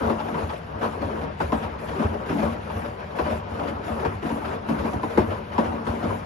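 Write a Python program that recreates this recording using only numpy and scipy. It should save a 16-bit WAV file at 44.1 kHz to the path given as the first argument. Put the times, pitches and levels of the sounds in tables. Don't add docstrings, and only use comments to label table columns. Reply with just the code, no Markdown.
import sys
import numpy as np
from scipy import signal
from scipy.fft import rfft, irfft, next_fast_len
from scipy.io import wavfile
from scipy.ndimage import uniform_filter1d, map_coordinates

SR = 44100
rng = np.random.default_rng(int(sys.argv[2]) if len(sys.argv) > 2 else 0)


def bounce(signal):
    frames = np.transpose(np.atleast_2d(signal))
    limited = np.clip(frames, -1, 1)
    pcm = np.round(limited * 32767).astype(np.int16)
    wavfile.write(sys.argv[1], SR, pcm)


def field_ratio(decibels):
    return 10 ** (np.asarray(decibels, dtype=float) / 20)


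N = 275625

# [f/Hz, width/Hz, level/dB]
MOTOR_MODES = [(50, 32, -8.5), (83.7, 4, -2), (96, 4.7, -15), (155, 18, -1.5), (202.7, 16.4, -2.5)]
# f/Hz, width/Hz, level/dB
DRIVE_WHINE = (10720, 55, -78)
# [t/s, level/dB]
CHURN_LEVEL = [(0, -32.5), (.45, -41), (.66, -43), (0.951, -37), (1.15, -36.5), (1.34, -41), (1.76, -38),
               (2.22, -37), (2.62, -38.5), (3.049, -41), (3.45, -39), (3.8, -36), (4.2, -40.5),
               (4.62, -37.5), (5.02, -36), (5.44, -40), (5.85, -36), (6.25, -41)]
# [t/s, length/s, level/dB]
PADDLE_SHOWERS = [(0, 0.58, -52.5), (0.79, 0.16, -55.5), (1.022, 0.22, -53.5), (1.388, 0.25, -51),
                  (1.788, 0.35, -52.5), (2.261, .27, -48.5), (2.608, 0.28, -54), (3.006, .08, -66),
                  (3.156, .23, -51), (3.49, 0.2, -53), (3.84, 0.309, -53), (4.224, 0.32, -52),
                  (4.666, 0.27, -52.5), (5.021, 0.36, -53), (5.52, 0.29, -58.5), (5.85, 0.34, -51.5)]
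# [f/Hz, level/dB per Hz]
MIST_TONE = [(4000, -25), (6000, -3), (7500, 0), (9500, 0), (12200, -2), (12900, -5), (13300, -14),
             (14000, -14), (14600, -13), (15000, -17), (15300, -24), (15700, -22)]
# [f/Hz, level/dB per Hz]
SPRAY_TONE = [(900, -18), (1500, 10), (2000, 6), (3000, 1), (4000, -9), (5200, -11.5), (5700, -16.5),
              (7000, -23), (9000, -42)]
# level/dB of slap, surge, splash
SPIT_LEVEL = (-46.5, -46.5, -43.5)
# t/s of slap, surge, splash
SPIT_RISE = (0.0009, 0.019, 0.01)
# [t/s, level/dB, t60/s]
DRUM_LURCHES = [(0.049, -19.5, 0.22), (0.418, -25.5, 0.49), (0.551, -31.5, 0.32), (0.833, -37, 0.35),
                (1.029, -27, 0.33), (1.419, -23.5, 0.55), (1.528, -26, 0.35), (2.031, -14, 0.38),
                (2.283, -30, 0.45), (2.42, -23.5, 0.63), (2.558, -36.5, 0.44), (2.741, -27, 0.45),
                (3.202, -23.5, 0.51), (3.313, -24, 0.26), (3.504, -32, 0.35), (3.677, -31.5, 0.35),
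                (3.904, -23, 0.31), (4.058, -20, 0.23), (4.138, -27, 0.31), (4.31, -33, 0.35),
                (4.769, -25, 0.35), (4.941, -23, 0.29), (5.181, -16.5, 0.49), (5.261, -27, 0.31),
                (5.662, -24, 0.35), (5.88, -23, 0.35), (6.061, -21, 0.39), (6.138, -31, 0.3)]
# [f/Hz, width/Hz, level/dB]
CABINET_MODES = [(62, 14, -8), (79.5, 8, 0), (99.5, 6, 0), (125, 9, -10)]
# [f/Hz, width/Hz, level/dB]
TUB_MODES = [(160, 11, -7), (195, 30, -10), (227, 13, 0), (282, 14, -5), (327, 15, -6)]
# [f/Hz, width/Hz, level/dB]
DOOR_MODES = [(376, 25.7, -1.5), (460.3, 44.5, 0.5), (567, 40.7, -0.5), (615.4, 22.5, 1.5), (700, 39, -2.5),
              (758, 28, -1.5), (845, 58, -3.5), (947.5, 45, -1), (1029, 32, -3), (1110.6, 28, -2.5),
              (1254, 193, -8), (1593, 370, -16)]
# [t/s, level/dB, trapped air f/Hz, t60/s]
WATER_SHEETS = [(.059, -24.5, 506, .28), (.199, -14.5, 850, 0.14), (.498, -15.5, 840, 0.13),
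                (.531, -20.5, 664, 0.19), (.825, -19, 1115, .25), (.97, -26.5, 700, 0.067),
                (1.15, -37, 700, .3), (1.411, -14, 1440, 0.21), (1.629, -16, 748, 0.25),
                (1.713, -32.5, 420, 0.13), (1.79, -30.5, 825, 0.46), (1.888, -21.5, 636, 0.35),
                (2.29, -16.5, 1240, 0.24), (2.53, -21.5, 600, 0.16), (2.992, -25, 997, 0.41),
                (3.16, -26.5, 700, 0.39), (3.596, -19, 593, 0.25), (3.64, -28, 700, 0.31),
                (3.679, -14.5, 551, 0.17), (3.83, -27, 700, 0.75), (3.999, -19.5, 374, 0.36),
                (4.26, -16, 700, 0.15), (4.446, -17, 1286, 0.23), (4.53, -21, 700, 0.16),
                (4.789, -18, 580, 0.27), (4.849, -17.5, 608, 0.23), (5.1, -24, 700, 0.56),
                (5.52, -25.5, 800, 0.9), (5.73, -21.5, 700, 0.12), (5.787, -31, 702, 0.099)]
# [t/s, level/dB, trapped air f/Hz, tub thud level/dB, t60/s]
CLOTH_SURGES = [(.029, -17.5, 429, -21, 0.56), (.389, -22.5, 800, -2, 0.54), (.849, -14, 585, -15, 0.11),
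                (1.018, -15, 561, -2.5, 0.23), (1.095, -19, 403, -3, 0.07), (1.959, -14.5, 385, -24, 0.15),
                (1.998, -13.5, 590, 4, 0.29), (2.029, -16, 416, -35, 0.22), (2.139, -16, 410, -11, 0.17),
                (2.207, -21, 530, -14, .2), (2.329, -36.5, 401, 20, 0.84), (2.389, -15, 645, -23, 0.29),
                (2.429, -13, 566, -11.5, 0.27), (2.76, -28, 600, -8, 0.75),
                (2.849, -15.5, 570, -13.5, 0.18), (3.259, -14, 600, -7, 0.43),
                (3.309, -13.5, 611, -14, 0.17), (3.879, -15.5, 693, -6, 0.27),
                (4.302, -14, 915, -1.5, 0.21), (4.42, -16, 880, -26, 0.083), (4.489, -21, 410, -5, 0.41),
                (5.312, -12.5, 601, -11, 0.25), (5.65, -15, 506, -5, 0.18), (6.099, -15, 1006, -24, 0.24)]
# [t/s, level/dB, trapped air f/Hz, tub thud level/dB, t60/s]
HARD_SLAPS = [(0.097, -18, 408, 1, 0.15), (.284, -18, 700, -22, 0.092), (.342, -20.5, 945, -6.5, 0.46),
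              (.812, -19.5, 700, -5, 0.49), (1.212, -24.5, 780, -6, 0.66), (1.402, -14, 885, -6, 0.097),
              (1.521, -11, 1013, -3, 0.2), (2.295, -19.5, 387, 4, 0.087), (2.668, -27, 476, -20, 0.18),
              (2.7, -20.5, 885, -26, 0.18), (3.187, -14.5, 969, -7, 0.24), (4.049, -14.5, 910, -5, 0.19),
              (4.226, -25, 408, 3, 0.44), (4.687, -16.5, 940, 0, 0.33), (4.933, -19.5, 710, 0.5, 0.18),
              (5.032, -12, 986, -3, 0.096), (5.174, -7, 355, -1, 0.18), (5.197, -34, 353, 3.5, 0.19),
              (5.58, -11.5, 963, -1, 0.22), (5.867, -17, 966, -6, 0.39), (6.029, -21.5, 743, 3, 0.47)]
# [f/Hz, likeness/0-1]
PORT_LIKENESS = [(60, 0.97), (130, 1), (250, 0.92), (400, 0.12), (800, 0.48), (1300, 0.37), (1800, 0.15),
                 (3000, 0.47), (4700, 0.38), (5700, 0.81), (7000, 0.11), (8000, 0.77), (15000, 0.59)]
# [f/Hz, level/dB]
PORT_BALANCE = [(100, 0.5), (250, 2), (680, 6.5), (1000, 3.5), (2300, 0.5), (3200, 2.5), (3900, 10),
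                (5200, 8), (6000, 7.5), (7300, 1.5), (8200, 1.5)]
# [f/Hz, phase/rad]
PORT_LEAD = [(50, 0), (260, .35), (600, 2.1), (1400, 2.3), (2200, 5.6), (3000, 7.4), (4800, 7.4),
             (6200, 6.1), (7200, 4.9), (8250, 3.14), (9300, 1.9), (10200, .95), (11000, 0), (12050, -1.5),
             (13200, -3.14), (14200, -3.6), (15300, -6.28)]

PADDLE_HZ, PADDLE_S, PADDLE_DB = 2.44, 1.36, 2
CHURN_MEAN_DB = -38
SHAKE_DB, SHAKE_GROWS = -39.5, 0.39
DRUM_DB, DRUM_GROWS = -38.5, 1.9
SLOSH_DB, SLOSH_GROWS = -34.5, 1.06
HISS_DB, HISS_GROWS = -55, 0.28
SUDDEN_S, SOFT_S, LURCH_RISE_S = .001, .02, .015
POUR_S, DRAIN_S = 0.013, 0.03
DAMP_DB = -58.5
SPIT_GROWS = 0.86
SPLASH_THUD_DB = -14.5
SPLASH_DOOR_DB = 1


def along(points, hz):
    f, v = np.transpose(points)
    return np.interp(np.log(hz + 1), np.log(f + 1), v)


def wobble(rate):
    knots = rng.standard_normal(int(N * rate / SR) + 4)
    return map_coordinates(knots, [np.arange(N) * rate / SR])


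def filtered(x, response):
    m = next_fast_len(N + SR // 2)
    return irfft(rfft(x, m) * response(np.fft.rfftfreq(m, 1 / SR)), m)[..., :N]


def modes(rows):
    def response(f):
        total = 0
        for k, (centre, width, db) in enumerate(rows):
            damping = 1j * f * width
            total = total + (-1) ** k * field_ratio(db) * damping / (centre * centre - f * f + damping)
        return total
    return response


def clumped(patchy_db):
    z = signal.stft(rng.standard_normal((2, N)), nperseg=512)[2]
    field = uniform_filter1d(rng.standard_normal(z.shape[1:]), size=4, axis=0)
    field = uniform_filter1d(field, size=6, axis=1)
    noise = signal.istft(z * field_ratio(patchy_db * field / field.std()), nperseg=512)[1][:, :N]
    return noise / noise.std()


def shaken(force, response, lumpy_db, lump_hz, kicks=0, patchy_db=0):
    lumps = field_ratio(lumpy_db * wobble(lump_hz))
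    drive = force * lumps / np.sqrt(np.mean(lumps ** 2)) * clumped(patchy_db)
    power = np.mean(np.abs(response(np.linspace(1, SR / 2, 40000))) ** 2)
    return filtered(drive + kicks, response) / np.sqrt(power)


def blows(when, db, t60s, rises):
    force, t = np.zeros(N + SR), np.arange(SR // 2) / SR
    for s, level, t60, rise in zip(when, db, t60s, rises):
        start = max(round((s - rise) * SR), 0)
        fall = field_ratio(level - 60 * t / max(t60, .02))
        force[start:][:len(t)] += fall * (1 - np.exp(-(t / rise) ** 2))
    return force[:N]


def kicks_at(rows, db, length, area):
    kicks = np.zeros(N)
    kicks[(np.transpose(rows)[0] * SR).astype(int)] = field_ratio(db)
    return np.convolve(kicks, np.hanning(length) / area)[:N]


def first_contact(db):
    return kicks_at(HARD_SLAPS, db[:len(HARD_SLAPS)], 14, 6)


def bubbles(s, hz, db, cycles):
    t = np.arange(SR // 10) / SR
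    u = t * (hz / cycles)[:, None]
    tone = np.sin(2 * np.pi * hz[:, None] * t * (1 + .004 * u))
    ring = field_ratio(db)[:, None] * u * np.exp(1 - u) * tone
    at = (s[:, None] * SR).astype(int) + np.arange(len(t))
    return np.bincount(at.ravel(), ring.ravel(), N + SR)[:N]


def gurgle(level_db, centre_hz, cycles, count):
    paths = []
    for _ in range(2):
        s = rng.uniform(0, N / SR, count)
        hz = centre_hz * np.exp(0.325 * rng.standard_normal(count))
        db = level_db[(s * SR).astype(int)] + 3.5 * rng.standard_normal(count)
        paths.append(bubbles(s, hz, db, cycles))
    return np.array(paths)


def churn():
    t = np.arange(N) / SR
    rolling = np.interp(t, *np.transpose(CHURN_LEVEL)) - CHURN_MEAN_DB
    return rolling - PADDLE_DB * np.cos(2 * np.pi * PADDLE_HZ * (t - PADDLE_S))


def load():
    loose = [(s, db, hz, SPLASH_THUD_DB, t60) for s, db, hz, t60 in WATER_SHEETS]
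    when, db, air_hz, thud_db, t60 = np.transpose(HARD_SLAPS + CLOTH_SURGES + loose)
    kind = np.repeat(np.arange(3), [len(HARD_SLAPS), len(CLOTH_SURGES), len(WATER_SHEETS)])
    spit_db = np.take(SPIT_LEVEL, kind) + SPIT_GROWS * (db + 17.5)
    return when, db, air_hz, db + thud_db, spit_db, t60, kind


def showers():
    t, rain = np.arange(N) / SR, np.zeros(N)
    for s, length, db in PADDLE_SHOWERS:
        corners = [s - POUR_S, s, s + length, s + length + DRAIN_S]
        rain += field_ratio(db) * np.interp(t, corners, [0, 1, 1, 0]) ** 2
    return rain


def motor():
    return shaken(field_ratio(-42.5), modes(MOTOR_MODES), lumpy_db=-0.4, lump_hz=3.24)


def whine(hanging):
    hz, width, db = DRIVE_WHINE
    return shaken(field_ratio(db) * hanging, modes([(hz, width, 0)]), lumpy_db=2.5, lump_hz=6)


def hanging_mist(rain, spit):
    fine = np.sqrt(field_ratio(DAMP_DB) ** 2 + rain ** 2 + (field_ratio(-4.0) * spit) ** 2)
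    return (uniform_filter1d(fine, size=500, origin=240) / field_ratio(-53.5)) ** 1.06


def mist(hanging):
    return shaken(field_ratio(-62) * hanging, lambda f: field_ratio(along(MIST_TONE, f)),
                  lumpy_db=1.6, lump_hz=14, patchy_db=3.0)


def spray(wet):
    return shaken(field_ratio(7.5) * wet, lambda f: field_ratio(along(SPRAY_TONE, f)),
                  lumpy_db=0.82, lump_hz=92.0, patchy_db=2.0)


def cabinet(churn_db):
    jolts = blows(*np.transpose(DRUM_LURCHES), [LURCH_RISE_S] * len(DRUM_LURCHES))
    force = np.hypot(field_ratio(SHAKE_DB + SHAKE_GROWS * churn_db), field_ratio(-7.5) * jolts)
    shoves = kicks_at(DRUM_LURCHES, np.transpose(DRUM_LURCHES)[1] + 25, 240, 120)
    return shaken(force, modes(CABINET_MODES), lumpy_db=-2.0, lump_hz=24.96, kicks=shoves)


def tub(churn_db, when, thud_db, t60, rises):
    thuds = blows(when, thud_db - 5.0, 0.88 * t60, rises)
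    force = np.hypot(field_ratio(DRUM_DB + DRUM_GROWS * churn_db), thuds)
    return shaken(force, modes(TUB_MODES), lumpy_db=1.5, lump_hz=38.65,
                  kicks=first_contact(thud_db + 16))


def door(splashes, slap_db):
    return shaken(splashes, modes(DOOR_MODES), lumpy_db=1.0, lump_hz=69.46, patchy_db=2.0,
                  kicks=first_contact(slap_db + 6.5))


def water(splashes, wet):
    slosh = gurgle(20 * np.log10(splashes) - 7.5, centre_hz=749, cycles=1.75, count=700)
    droplets = gurgle(20 * np.log10(wet) - 1.5, centre_hz=2120, cycles=3.4, count=260)
    return slosh + droplets


def pops(when, air_hz, slap_db, kind):
    cycles = np.where(kind == 0, 4, 5)
    shut_db = np.where(kind == 0, -9, -13.5)
    return bubbles(when, air_hz, slap_db + shut_db, cycles)


def scene():
    churn_db = churn()
    when, slap_db, air_hz, thud_db, spit_db, t60, kind = load()
    rises = np.where(kind == 0, SUDDEN_S, SOFT_S)
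    calm = field_ratio(HISS_DB + HISS_GROWS * churn_db)
    rain = showers()
    spit = blows(when, spit_db, 0.98 * t60, np.take(SPIT_RISE, kind))
    wet = np.sqrt(calm ** 2 + (field_ratio(-4.5) * rain) ** 2 + spit ** 2)
    hanging = hanging_mist(rain, spit)
    hits = blows(when, slap_db - 8 + SPLASH_DOOR_DB * (kind == 2), t60, rises)
    splashes = np.hypot(field_ratio(SLOSH_DB + SLOSH_GROWS * churn_db), hits)
    machine = motor() + whine(hanging) + cabinet(churn_db)
    machine += tub(churn_db, when, thud_db, t60, rises) + door(splashes, slap_db)
    wash = mist(hanging) + spray(wet) + water(splashes, wet)
    return machine + wash + pops(when, air_hz, slap_db, kind)


def thinned(left, right, under_db, faint_db, hole_db, jump_db):
    size, first, lead_in = 32, 320, 972
    window = np.sin(np.pi * (np.arange(2048) + .5) / 2048)
    pair = np.pad([left + right, left - right], ((0, 0), (lead_in, 0))) / 2
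    z = signal.stft(pair, window=window, nperseg=2048)[2]
    bands = z[:, first:1024].reshape(2, -1, size, z.shape[2])
    level = 10 * np.log10(np.mean(np.abs(bands) ** 2, axis=2) + 1e-20)
    level += .7 * rng.standard_normal(level.shape)
    loudest = level.max(axis=0)
    attack = np.diff(loudest[:8].mean(axis=0), prepend=0) > jump_db
    keep = ((level > loudest - under_db) | attack) & (level > faint_db)
    z[:, first:1024] *= np.repeat(keep, size, axis=1)
    z *= uniform_filter1d(np.abs(z), size=3, axis=1) > field_ratio(hole_db)
    mid, side = signal.istft(z, window=window, nperseg=2048)[1][:, lead_in:lead_in + N]
    return np.array([mid + side, mid - side])


def band_limit(x):
    return signal.sosfilt(signal.butter(12, 15750, fs=SR, output="sos"), x)


def record(dry):
    def like(f):
        return np.clip(along(PORT_LIKENESS, f), 0, 1)

    def port(f, side):
        low_cut = (f < 15750) * (1j * f / 45) ** 2 / (1 + 1.4j * f / 45 - (f / 45) ** 2)
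        return low_cut * field_ratio(side * along(PORT_BALANCE, f) / 2)

    left = filtered(dry[0], lambda f: port(f, 1))
    shared = filtered(dry[0], lambda f: port(f, -1) * like(f) * np.exp(-1j * along(PORT_LEAD, f)))
    own = filtered(dry[1], lambda f: port(f, -1) * np.sqrt(1 - like(f) ** 2))
    mix = thinned(left, shared + own, under_db=4.3, faint_db=-101.5, hole_db=-99, jump_db=6.5)
    return band_limit(mix)


dry = scene()
out = record(dry)
bounce(out)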